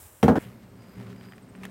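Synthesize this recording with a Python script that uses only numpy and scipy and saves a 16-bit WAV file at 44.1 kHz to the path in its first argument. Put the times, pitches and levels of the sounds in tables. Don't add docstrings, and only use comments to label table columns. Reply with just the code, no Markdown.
import sys
import numpy as np
from scipy import signal
from scipy.io import wavfile
from scipy.ndimage import uniform_filter1d

SR = 44100
rng = np.random.default_rng(int(sys.argv[2]) if len(sys.argv) > 2 else 0)


def transcribe(signal):
    frames = np.atleast_2d(signal).T
    limited = np.clip(frames, -1, 1)
    pcm = np.round(limited * 32767).astype(np.int16)
    wavfile.write(sys.argv[1], SR, pcm)


N = 74970
T = np.arange(N) / SR


def from_db(db):
    return 10 ** (np.asarray(db) / 20)

def rms_one(x):
    return x / np.sqrt(np.mean(x ** 2) + 1e-20)

def fader(points):
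    return from_db(np.interp(T, *np.transpose(points)))

def at_hz(points, hz):
    freqs, values = np.transpose(points)
    return np.interp(np.log(hz), np.log(freqs), values)

def decay(start, t60):
    return (T >= start) * from_db(-60 * np.clip(T - start, 0, 4 * t60) / t60)

def swell(start, hz, cycles=0.9):
    return np.clip((T - start) * hz / cycles, 0, 1)

def ring(start, hz, t60):
    return decay(start, t60) * swell(start, hz) * np.sin(2 * np.pi * hz * (T - start))

def bands(spectrum):
    edges = np.geomspace(30, 17000, 23)
    white, out = rng.standard_normal((2, N + 4000)), []
    for k, (low, high) in enumerate(zip(edges, edges[1:])):
        hz = np.sqrt(low * high)
        if high > spectrum[0][0] and low < spectrum[-1][0]:
            sos = signal.butter(3, [low, high], "band", fs=SR, output="sos")
            band = signal.sosfilt(sos, white[k % 2])[-N:]
            out.append((hz, band * from_db(at_hz(spectrum, hz))))
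    total = np.std(sum(band for _, band in out))
    return [(hz, band / total) for hz, band in out]

def noise(spectrum):
    return sum(band for _, band in bands(spectrum))

def resonance(hz, width_hz):
    edges = [max(hz - width_hz / 2, 20), hz + width_hz / 2]
    sos = signal.butter(2, edges, "band", fs=SR, output="sos")
    return rms_one(signal.sosfilt(sos, rng.standard_normal(2 * N))[N:])

def grain(spread_db):
    flutter = rms_one(uniform_filter1d(rng.standard_normal(N), 60))
    return rms_one(from_db(spread_db * flutter))


# t/s, level/dB
SLIDE_FADER = [(0, -49), (.04, -50.5), (.12, -56), (.21, -57), (.33, -67), (.385, -61.5), (.42, -54.5),
               (.47, -65.5), (.6, -79)]
RASP_FADER = [(.3, -100), (.37, -56), (.4, -59), (.455, -57), (.48, -64), (.56, -93)]
# f/Hz, level/dB
LITTER_EQ = [(500, 0), (2000, -6), (5000, -12), (8500, 1), (11000, -1), (15000, -2.5)]
def litter():
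    hiss = fader(SLIDE_FADER) * noise(LITTER_EQ) * grain(spread_db=1)
    rasp = fader(RASP_FADER) * resonance(2500, width_hz=1300) * grain(spread_db=4)
    return hiss + rasp

# f/Hz, level/dB
COOP_EQ = [(18, -57), (30, -31), (75, 3), (171, -16.5), (674, -18), (731, -18), (897, -23),
           (1100, -21), (1270, -24), (4000, -36), (5200, -57), (8800, -120)]
def coop_air():
    return from_db(-56) * noise(COOP_EQ)

# t/s, wood level/dB, bass/dB, mids/dB, crack/dB, free ring/s
KNOCKS = [(0.2289, 3.5, 1, -4, 0.5, 0.037), (0.2804, 4, -1, 3, -7, 0.049),
          (0.3552, -5.5, -8.5, 3.5, -14, .012), (0.3647, -10, 7, -22.5, -22, 0.014),
          (0.3765, -11, 11, -11, -24, .02)]
# f/Hz, level/dB
CRACK_EQ = [(500, 3), (1500, 2.5), (3200, -7), (4300, -19), (6000, -15), (8000, -18), (15000, -19)]
def knocks():
    contact = noise(CRACK_EQ)
    out = planks(KNOCKS)
    for start, db, bass_db, mids_db, crack_db, free_s in KNOCKS:
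        snap = from_db(-30.5) * decay(start, t60=0.038)
        grit = from_db(-32) * decay(start, t60=0.22)
        out += from_db(crack_db) * contact * (snap + grit)
        out += blade(start, crack_db)
        out += from_db(db) * boards(start, bass_db, mids_db, free_s)
    return out

def colour(hz, bass_db, mids_db):
    shelf = 1 / (1 + (hz / 296) ** 4)
    bell = np.exp(-.5 * (np.log2(hz / 945) / 0.4) ** 2)
    return from_db(bass_db * shelf + mids_db * bell)

# f/Hz, level/dB
PLANK_EQ = [(60, -7), (110, 1), (300, 3.5), (800, -6), (1000, -8.5), (1650, -4), (2200, -26.5), (4000, -26),
            (15000, -52)]
# f/Hz, t60/s
PLANK_DECAY = [(100, 0.55), (800, 0.29), (2000, 0.11), (12000, 0.15)]
def planks(blows):
    body, out = bands(PLANK_EQ), np.zeros(N)
    for start, db, bass_db, mids_db, _, _ in blows:
        for hz, band in body:
            envelope = decay(start, at_hz(PLANK_DECAY, hz)) * swell(start, hz)
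            out += from_db(db) * colour(hz, bass_db, mids_db) * envelope * band
    return from_db(-24) * out

# f/Hz, level/dB, t60/s
BLADE_MODES = [(2750, -35, 0.067), (2906, -31.5, 0.035), (3196, -28.5, 0.054), (3420, -38.5, 0.047),
               (5770, -38.5, 0.061), (8290, -41.5, 0.075), (11900, -45, 0.08)]
def blade(start, crack_db):
    return from_db(1.6 * crack_db) * sum(from_db(db) * ring(start, hz, t60) for hz, db, t60 in BLADE_MODES)

# f/Hz, level/dB, t60/s
BOARD_MODES = [(82.2, -21.5, 0.22), (114, -34, 0.1), (145, -26.5, 0.28), (153, -20.5, 0.27),
               (198, -21.5, 0.23), (218, -12.5, .19), (253, -14.5, .21), (384, -26, .24), (467, -15.5, .16),
               (302, -25.5, 0.11), (348, -32, 0.13), (512, -27.5, 0.24), (584, -30.5, 0.22),
               (649.5, -26.5, .14), (753, -17, 0.065), (788.4, -20, 0.069), (854, -35, 0.42),
               (1115, -26, 0.048), (1306, -31, 0.08), (1532, -30, 0.069), (1787, -33, 0.074)]
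def boards(start, bass_db, mids_db, free_s, damping_s=0.01):
    boom = np.zeros(N)
    for hz, db, t60 in BOARD_MODES:
        lag_s = 0.0029 / (1 + (hz / 402) ** 4)
        boom += from_db(db) * colour(hz, bass_db, mids_db) * ring(start + lag_s, hz, t60)
    return boom * np.exp(-np.maximum(T - start - free_s, 0) / damping_s)

# f/Hz, level/dB
YARD_EQ = [(30, -8), (60, -2), (110, 3), (300, -3), (480, -7.5), (750, -12.5), (1400, -17.5), (2200, -23),
           (3600, -29.5), (4800, -28), (6000, -33), (7500, -28.5), (10500, -38.5), (15000, -35)]
def yard_air():
    return from_db(-52) * noise(YARD_EQ)

# t/s, level/dB
ROLL_FADER = [(.386, -53), (.47, -49), (.56, -49.5), (.8, -50.5), (.955, -56), (1.0, -43), (1.1, -41),
              (1.17, -44.5), (1.42, -56.5), (1.56, -48), (1.7, -43)]
# f/Hz, level/dB, width/Hz
TRAY_MODES = [(118.2, -1.5, 16), (187.55, 1.5, 8.5), (223.1, -5, 17), (255.3, -4.5, 9.6), (399.7, -7, 41),
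              (545, -14.5, 100)]
# t/s, level/dB
BUMPS = [(0.45, -42), (0.616, -45), (0.967, -34.5), (1.039, -43)]
def tray():
    drone = rms_one(sum(from_db(db) * resonance(hz, width) for hz, db, width in TRAY_MODES))
    out = fader(ROLL_FADER) * drone
    for start, bump_db in BUMPS:
        for hz, db, _ in TRAY_MODES:
            tyre = 1 / (1 + (hz / 220) ** 4)
            out += from_db(bump_db + db) * tyre * ring(start, hz, t60=0.35)
    return out

# t/s, level/dB
RUSTLE_FADER = [(.386, -49.5), (.45, -53.5), (.56, -63.5), (.72, -70), (.83, -59), (.92, -61),
                (1.02, -52.5), (1.11, -62.5), (1.19, -63), (1.34, -61.5), (1.48, -68), (1.58, -61),
                (1.64, -52.5), (1.7, -58.5)]
# t/s, half-width/s, level/dB
SWISHES = [(0.637, 0.025, -63.5), (1.02, 0.017, -79), (1.11, .025, -55), (1.243, 0.023, -56.5)]
# f/Hz, level/dB
RUSTLE_EQ = [(300, -0.5), (700, 0.5), (2000, -2), (4000, -15.5), (8000, -21.5), (15000, -24)]
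SWISH_EQ = [(1200, 6.5), (2200, 5), (4700, -3.5), (7000, -10.5), (15000, -17)]
def grass():
    rustle = fader(RUSTLE_FADER) * noise(RUSTLE_EQ)
    accents = sum(from_db(db) * np.exp(-((T - peak) / half) ** 2) for peak, half, db in SWISHES)
    return (rustle + accents * noise(SWISH_EQ)) * grain(spread_db=3.5)

# t/s, level/dB
SIZZLE_FADER = [(.5, -72), (.8, -82), (.93, -70), (1.05, -88), (1.28, -71), (1.5, -90)]
def insect_sizzle():
    return fader(SIZZLE_FADER) * resonance(13200, width_hz=1800)

# t/s, level/dB
CHIRP_FADER = [(.7, -73.5), (.83, -69), (.96, -76), (1.06, -78), (1.17, -73), (1.3, -66.5), (1.55, -66),
               (1.7, -70)]
def insect_chirps(first_s=0.685, every_s=0.0665, length_s=0.025, sag_hz_per_s=7000):
    age = (T - first_s) % every_s
    gate = np.sin(np.pi * np.minimum(age / length_s, 1)) * (T > first_s)
    sag = np.exp(-1j * np.pi * sag_hz_per_s * (age - length_s / 2) ** 2)
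    carrier = signal.hilbert(resonance(8120, width_hz=100))
    tone = np.sqrt(2) * np.cos(np.angle(carrier * sag))
    return fader(CHIRP_FADER) * gate * tone

# t/s, length/s, level/dB
BUZZES = [(.76, 0.24, -70), (1.14, .22, -68)]
def insect_buzz():
    phrases = np.zeros(N)
    for start, length, db in BUZZES:
        progress = np.clip((T - start) / length, 0, 1)
        phrases += from_db(db) * np.sqrt(np.abs(np.sin(np.pi * progress)))
    return phrases * resonance(4880, width_hz=200)

# t/s, level/dB, rattle t60/s, treble/dB
TICKS = [(1.162, -49.5, 0.022, -9), (1.2105, -41.5, 0.014, -25), (1.2866, -49.5, 0.014, -31),
         (1.3223, -39, 0.011, -25), (1.335, -44.5, 0.013, -21), (1.381, -46.5, .012, -27),
         (1.5513, -44.5, 0.025, -29), (1.634, -39, 0.089, -13), (1.6525, -33.5, .018, -9)]
# f/Hz, level/dB, t60/s
FRAME_MODES = [(1050, -9, 0.0065), (1850, 6, 0.0079), (2300, -2, 0.0078), (3050, -4.5, 0.0075)]
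# f/Hz, level/dB
RATTLE_EQ = [(400, -13), (900, -7.5), (1400, -5), (1900, -6), (3000, -4.5), (4500, -34), (12000, -56)]
RATTLE_TOP_EQ = [(1800, -13), (2800, 14), (4200, -1), (5500, 4.5), (10000, 4), (15000, -4)]
def frame_ticks():
    body, treble = from_db(-3) * noise(RATTLE_EQ), noise(RATTLE_TOP_EQ)
    out = np.zeros(N)
    for start, tick_db, rattle_t60, treble_db in TICKS:
        click = sum(from_db(db) * ring(start, hz, t60) for hz, db, t60 in FRAME_MODES)
        rattle = decay(start, rattle_t60) * (body + from_db(treble_db) * treble)
        out += from_db(tick_db) * (click + rattle)
    return out


def scene():
    cut_s, crossfade_s = 0.3855, 0.0018
    outside = np.clip((T - cut_s) / crossfade_s + .5, 0, 1)
    coop = knocks() + coop_air()
    wheelbarrow = tray() + grass() + frame_ticks()
    insects = insect_sizzle() + insect_chirps() + insect_buzz()
    yard = yard_air() + wheelbarrow + insects
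    return (litter() + (1 - outside) * coop + outside * yard)[None]

def record(dry):
    ceiling, low_cut_hz, high_cut_hz = 0.51, 35.4, 15900
    rounded = dry / (1 + (dry / ceiling) ** 4) ** (1 / 4)
    thinned = signal.sosfilt(signal.butter(2, low_cut_hz, "high", fs=SR, output="sos"), rounded)
    return signal.sosfilt(signal.ellip(10, .1, 80, high_cut_hz, fs=SR, output="sos"), thinned)


dry = scene()
out = record(dry)
transcribe(out)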